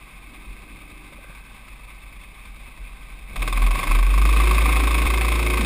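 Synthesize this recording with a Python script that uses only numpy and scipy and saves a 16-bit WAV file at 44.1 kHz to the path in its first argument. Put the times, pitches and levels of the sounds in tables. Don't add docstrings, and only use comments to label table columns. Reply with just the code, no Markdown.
import sys
import numpy as np
from scipy import signal
from scipy.fft import rfft, irfft
from scipy.io import wavfile
from scipy.ndimage import uniform_filter1d

SR = 44100
rng = np.random.default_rng(int(sys.argv[2]) if len(sys.argv) > 2 else 0)


def magnitude_from_level(level_db):
    exponent = np.asarray(level_db, float) / 20
    return 10 ** exponent


def wrap_up_sound(samples):
    columns = np.atleast_2d(samples).T
    tamed = np.clip(columns, -1, 1)
    steps = np.round(tamed * 32767).astype(np.int16)
    wavfile.write(sys.argv[1], SR, steps)


N = 249165
T = np.arange(N) / SR

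# (time [s], firing rate [1/s])
OWN_SPEED = [(0, 8.77), (1.8, 9.02), (2.4, 9.19), (2.9, 9.61), (3.3, 9.56), (3.45, 11.5), (3.7, 14.1),
             (3.8, 16.5), (3.9, 18.28), (4.0, 20.62), (4.2, 24.52), (4.35, 25.43), (4.5, 26.06),
             (4.7, 26.83), (4.9, 27.2), (5.15, 27.56), (5.65, 27.88)]
# (time [s], firing rate [1/s])
RIVAL_SPEED = [(3.36, 15.75), (3.5, 19.92), (3.7, 23.61), (3.9, 25.4), (4.2, 27.01), (4.6, 27.46),
               (5.0, 27.78), (5.65, 27.33)]
# (time [s], firing rate [1/s], level [dB])
FAR_BLIP = [
    (.1, 16, -80),
    (.3, 19.5, -60),
    (.45, 22.5, -58),
    (.6, 25.3, -56),
    (.8, 26.6, -55),
    (1.1, 27.2, -57),
    (1.35, 27, -75),
]
# (time [s], level [dB])
SHAKE = [(3.3, -33.5), (3.42, -18), (3.52, -24.5), (3.63, -11.5), (3.712, -13), (3.844, -35), (3.9, -15.5),
         (4.03, -13.5), (4.854, -18.5)]
# (time [s], level [dB])
RIVAL_THROTTLE = [(3.36, -38), (3.45, -34.5), (3.7, -33.5), (3.93, -31), (4.08, -37.5), (4.25, -32),
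                  (4.55, -29.5), (4.85, -30), (5.65, -31)]
# (centre [Hz], width [Hz], gain [dB])
HOUSING = [(760, 19, 8), (1115, 293, 10.5), (1402, 45, -18), (1544, 73, 7), (2151, 273, 10.5),
           (2364, 256, 7), (2573, 217, 13), (3177, 43, 3.5), (3635, 440, 7), (4250, 810, -2.5),
           (5140, 350, 2)]
# (frequency [Hz], density [dB per Hz])
RATTLE = [(200, 2), (500, -7.5), (1000, -2), (2000, -1.5), (3000, -3.5), (4500, -5.5), (5500, -13),
          (6000, -19)]
# (frequency [Hz], density [dB per Hz])
BARK = [(200, -20.5), (500, -0.5), (1100, -1.5), (2000, -4), (3000, -6.5), (4500, -8), (5500, -11),
        (6000, -31)]
# (frequency [Hz], density [dB per Hz])
RUMBLE = [(30, -41), (70, 3), (130, 0.5), (250, -2.5), (400, -11), (700, -11), (1000, -39.5)]
# (frequency [Hz], gain [dB])
PIPE = [(70, -16), (110, -11), (165, -5), (200, -9), (245, -9), (278, 0), (305, -3), (335, -5), (360, 0),
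        (395, -13), (450, -9), (540, -11), (700, -17)]
# (frequency [Hz], gain [dB])
FAR_PIPE = [(100, -14), (200, -6), (260, -8), (295, 0), (325, -5), (350, -9), (375, -5), (430, -20)]
# (time [s], peak level [dB], pitch [Hz], t60 [s])
KNOCKS = [
    (1.123, -40, 560, 0.036),
    (1.186, -40, 564, 0.049),
    (1.244, -36, 540, 0.021),
    (1.299, -42, 560, 0.031),
    (1.295, -35, 165, 0.041),
    (5.593, -20, 225, 0.16),
    (5.63, -24, 175, 0.12),
]
# (time [s], tick rate [1/s], level [dB])
CHATTER = [
    (1.15, 34, -75),
    (1.24, 49, -53),
    (1.5, 34, -58),
    (1.6, 86, -82),
]

OWN_FIRES_S, RIVAL_FIRES_S, CRANK_TOP_S = 3.19, 3.360, 5.0495
LOST_AT_S, LOST_S = 5.065, 1024 / 44100
IDLE_PER_S, FULL_PER_S = 9.0, 28.0

IDLE_SHAKE_DB, SHAKE_DB_PER_FIRING, IDLE_LOPE_DB, SETTLE_DB_PER_S = -43.5, 9.5, 0.5, 4.2
JOLT_S, JOLT_WIDTH_S, JOLT_DB = 0.51, 0.16, 6
MOUNT_HZ, MOUNT_WIDTH_HZ = 42, 16
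LOCK_FROM_PER_S, LOCK_IN_PER_S, LOCK_SHARE, LOCK_HZ, RING_TOP_S = 9.6, 1.6, 0.94, 41, 3.655
CRANK_LEADS_PER_S, HANDOVER_PER_S, IDLE_SHARE, FULL_SHARE = 15.5, 1.8, 0.12, 0.985

IDLE_RATTLE_DB, IDLE_RUMBLE_DB, FAR_RATTLE_DB, FAR_RUMBLE_DB = -47, -53.5, -1, -2.5
RATTLE_DB, RATTLE_DB_PER_FIRING = 0.5, 0.4
RUMBLE_DB, SMOOTH_FROM_PER_S, SMOOTH_DB_PER_FIRING = -4.5, 24.3, 3
RING_DB, RING_DB_PER_FIRING, RING_FULL_PER_S = -3, 0.5, 22.3
CRACK_DB, CRACK_HZ, CRACK_WIDTH_HZ, CRACK_DULLS_DB_PER_FIRING = -10, 3530, 300, 0.85

PULLS_AWAY_S, AWAY_DB_PER_S = 4.62, 9
SILENCER_HZ, SILENCER_WIDTH_HZ = 1100, 95
RIVAL_DRONE_DB, DRONE_FOLLOWS, ROAR_DB, ROAR_FOLLOWS = -41.5, 1, -41, 0.86
OWN_DRONE_DB, OWN_DRONE_RISE_DB = -60.5, 24.5


def in_time(rows):
    s, *columns = np.transpose(rows)
    return [np.interp(T, s, column) for column in columns]


def on_log_hz(hz, rows):
    table = np.array(rows)
    return np.interp(np.log(hz), np.log(table[:, 0]), table[:, 1])


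def power_sum(*dbs):
    return 10 * np.log10(sum(magnitude_from_level(db) ** 2 for db in dbs))


def rms_one(x, window_s=None):
    power = uniform_filter1d(x ** 2, int(window_s * SR)) if window_s else np.mean(x ** 2)
    return x / np.sqrt(power + 1e-12)


def shaped(x, spectrum, peaks=()):
    size = 2 ** 18
    hz = np.arange(size // 2 + 1) * SR / size + 1e-3
    db = on_log_hz(hz, spectrum)
    for mid_hz, width_hz, top_db in peaks:
        db = db + top_db * np.exp(-(2 * (hz - mid_hz) / width_hz) ** 2 / 2)
    cepstrum = irfft(np.log(magnitude_from_level(db)))
    cepstrum[1:size // 2] *= 2
    cepstrum[size // 2 + 1:] = 0
    return irfft(rfft(x, size) * np.exp(rfft(cepstrum)))[:N]


def resonance(x, hz, width_hz):
    r = np.exp(-np.pi * width_hz / SR)
    zeros = np.array([1, 0, -1]) * (1 - r * r) / 2
    poles = [1, -2 * r * np.cos(2 * np.pi * hz / SR), r * r]
    return signal.lfilter(zeros, poles, x + 1e-18)


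def drift(rate_hz):
    knots = rng.standard_normal(400)
    return np.interp(T * rate_hz, np.arange(400), knots)


def cycles(per_s, zero_s):
    count = np.cumsum(per_s) / SR + per_s * LOST_S * (T > LOST_AT_S)
    return count - count[int(zero_s * SR)]


def firings(count, uneven_db, jitter_cycles):
    clicks = np.zeros(N)
    at = np.flatnonzero(np.diff(np.floor(count + jitter_cycles * drift(25))) > 0)
    clicks[at] = magnitude_from_level(uneven_db * rng.standard_normal(600)[:len(at)])
    return clicks


def puff(clicks, decay_s):
    return signal.lfilter([1], [1, -np.exp(-1 / (decay_s * SR))], clicks + 1e-18)


def orders(per_s, count, pipe, wobble_db, heard):
    out = np.zeros(N)
    for k in range(3, 24):
        db = on_log_hz(k * per_s[heard], pipe) + wobble_db * drift(6)[heard]
        out[heard] += magnitude_from_level(db) * np.sin(2 * np.pi * (k * count[heard] + rng.random()))
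    return out


def shaking_db(per_s):
    jolt_db = JOLT_DB * np.exp(-((T - JOLT_S) / JOLT_WIDTH_S) ** 2)
    idle_db = IDLE_SHAKE_DB + SHAKE_DB_PER_FIRING * (per_s - IDLE_PER_S)
    idle_db = idle_db + IDLE_LOPE_DB * drift(6.3) + jolt_db
    run_db = in_time(SHAKE)[0] - SETTLE_DB_PER_S * np.maximum(T - SHAKE[-1][0], 0)
    return np.where(T < SHAKE[0][0], idle_db, run_db)


def mount(per_s, fired):
    kicks = fired + 0.005 * rng.standard_normal(N)
    ring = np.roll(kicks, int(0.0087 * SR))
    for _ in range(3):
        ring = resonance(ring, MOUNT_HZ, MOUNT_WIDTH_HZ)

    turn = 2 * np.pi * cycles(per_s, CRANK_TOP_S)
    crank = np.sqrt(2) * (np.cos(2 * turn) + magnitude_from_level(-29) * np.cos(turn))

    handed = np.clip((per_s - CRANK_LEADS_PER_S) / HANDOVER_PER_S, 0, 1)
    entered = np.clip((per_s - LOCK_FROM_PER_S) / LOCK_IN_PER_S, 0, 1)
    locked = LOCK_SHARE * entered * (1 - handed)
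    steady = np.cos(2 * np.pi * LOCK_HZ * (T - RING_TOP_S))
    ring = np.sqrt(1 - locked) * rms_one(ring, 0.36) + np.sqrt(2 * locked) * steady

    crank_share = IDLE_SHARE * (1 - entered) + FULL_SHARE * handed
    mixed = np.sqrt(1 - crank_share) * ring + np.sqrt(crank_share) * crank
    return magnitude_from_level(shaking_db(per_s)) * mixed


def grid(per_s, fired):
    burst_db, clatter_db = neighbour_db()
    far_db = in_time(FAR_BLIP)[1]
    rattle_db = power_sum(IDLE_RATTLE_DB, far_db + FAR_RATTLE_DB, clatter_db)
    smoother_db = SMOOTH_DB_PER_FIRING * np.maximum(per_s - SMOOTH_FROM_PER_S, 0)
    rumble_db = power_sum(IDLE_RUMBLE_DB, far_db + FAR_RUMBLE_DB, burst_db + RUMBLE_DB - smoother_db)

    grain = magnitude_from_level(1.6 * drift(60) + 0.6 * drift(9)) * (1 + 0.7 * puff(fired, 0.009))
    rattle = rms_one(shaped(grain * rng.standard_normal(N), RATTLE, HOUSING), 0.295)
    rumble = rms_one(shaped(magnitude_from_level(1.1 * drift(22)) * rng.standard_normal(N), RUMBLE))
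    intake_whistle = rms_one(resonance(rng.standard_normal(N), 799, 20))
    return magnitude_from_level(rattle_db) * rattle + magnitude_from_level(rumble_db) * rumble + magnitude_from_level(-66) * intake_whistle


def far_kart():
    per_s, level_db = in_time(FAR_BLIP)
    out = magnitude_from_level(level_db) * orders(per_s, cycles(per_s, 0), FAR_PIPE, 2.8, T < FAR_BLIP[-1][0])

    per_s, level_db = in_time(CHATTER)
    ticks = firings(cycles(per_s, 1.4), 1.4, 0.032)
    out += magnitude_from_level(level_db) * rms_one(resonance(ticks, 1570, 76))

    for s, peak_db, hz, t60_s in KNOCKS:
        age_s = np.maximum(T - s, 0)
        envelope = magnitude_from_level(peak_db - 60 * age_s / t60_s) * (1 - np.exp(-age_s / 0.00066))
        out += envelope * np.sin(2 * np.pi * hz * age_s)
    return out


def neighbour_db():
    burst_db = in_time(RIVAL_THROTTLE)[0] - 180 * np.maximum(RIVAL_FIRES_S - T, 0)
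    slower_per_s = FULL_PER_S - in_time(RIVAL_SPEED)[0]
    return burst_db, burst_db + RATTLE_DB - RATTLE_DB_PER_FIRING * slower_per_s


def neighbour_bark(per_s, count, burst_db, away_db):
    fired = (T > RIVAL_FIRES_S - 0.01) * firings(count, 0.35, 0.0247)
    blow = puff(puff(fired, 0.001), 0.004)
    blow = blow + 0.6 * np.roll(blow, int(0.006 * SR)) + 0.3 * np.roll(blow, int(0.019 * SR))
    hiss = rms_one(shaped(blow * rng.standard_normal(N), BARK, HOUSING), 0.098)

    push = fired + 0.0014 * blow * rng.standard_normal(N)
    ring = resonance(resonance(push, SILENCER_HZ, SILENCER_WIDTH_HZ), SILENCER_HZ, 120)
    ring_fade_in = np.clip((T - RIVAL_FIRES_S) / 0.08 + 0.28, 0, 1)
    faint_db = RING_DB_PER_FIRING * np.maximum(RING_FULL_PER_S - per_s, 0) + away_db
    ring_db = burst_db + RING_DB - faint_db + 2.0

    edge = puff(fired, 0.009) * rng.standard_normal(N)
    crack = rms_one(resonance(edge, CRACK_HZ, CRACK_WIDTH_HZ), 0.134)
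    crack_db = burst_db + CRACK_DB - CRACK_DULLS_DB_PER_FIRING * (per_s - per_s.min())

    return magnitude_from_level(burst_db + 1.57) * hiss + magnitude_from_level(ring_db) * rms_one(ring, 0.12) * ring_fade_in + magnitude_from_level(crack_db) * crack


def open_throttles(own_per_s):
    burst_db, clatter_db = neighbour_db()
    running = np.clip((T - RIVAL_FIRES_S + 0.023) / 0.039, 0, 1)
    per_s = in_time(RIVAL_SPEED)[0]
    count = cycles(per_s, RIVAL_FIRES_S)
    away_db = AWAY_DB_PER_S * np.maximum(T - PULLS_AWAY_S, 0)
    swing_db = clatter_db - clatter_db.max()

    rival_db = RIVAL_DRONE_DB + DRONE_FOLLOWS * swing_db - away_db
    rise = (own_per_s - IDLE_PER_S) / (FULL_PER_S - IDLE_PER_S)
    own_db = OWN_DRONE_DB + OWN_DRONE_RISE_DB * rise ** 2
    roar_db = ROAR_DB + ROAR_FOLLOWS * swing_db

    bark = neighbour_bark(per_s, count, burst_db, away_db)
    drone = magnitude_from_level(rival_db) * orders(per_s, count, FAR_PIPE, 3.5, running > 0)
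    drone += magnitude_from_level(own_db) * orders(own_per_s, cycles(own_per_s, CRANK_TOP_S), PIPE, 4.06, running > 0)
    drone += magnitude_from_level(roar_db) * rms_one(shaped(rng.standard_normal(N), PIPE))
    return running * (bark + drone)


def scene():
    per_s = in_time(OWN_SPEED)[0]
    fired = firings(cycles(per_s, OWN_FIRES_S), 2.1, 0.011)
    mix = mount(per_s, fired) + grid(per_s, fired) + far_kart() + open_throttles(per_s)
    return mix[None]


def band_limit(x):
    return signal.sosfilt(signal.butter(12, 15710, fs=SR, output="sos"), x)


def record(dry):
    coarse = signal.resample_poly(dry, 40, 147, axis=1)
    held = signal.resample_poly(np.repeat(coarse, 4, axis=1), 147, 160, axis=1)
    held = np.pad(held, ((0, 0), (0, 20)))[:, :N]
    lowpass = signal.cheby2(10, 60, 16300, fs=SR, output="sos")
    return band_limit(signal.sosfilt(lowpass, held))


dry = scene()
out = record(dry)
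wrap_up_sound(out)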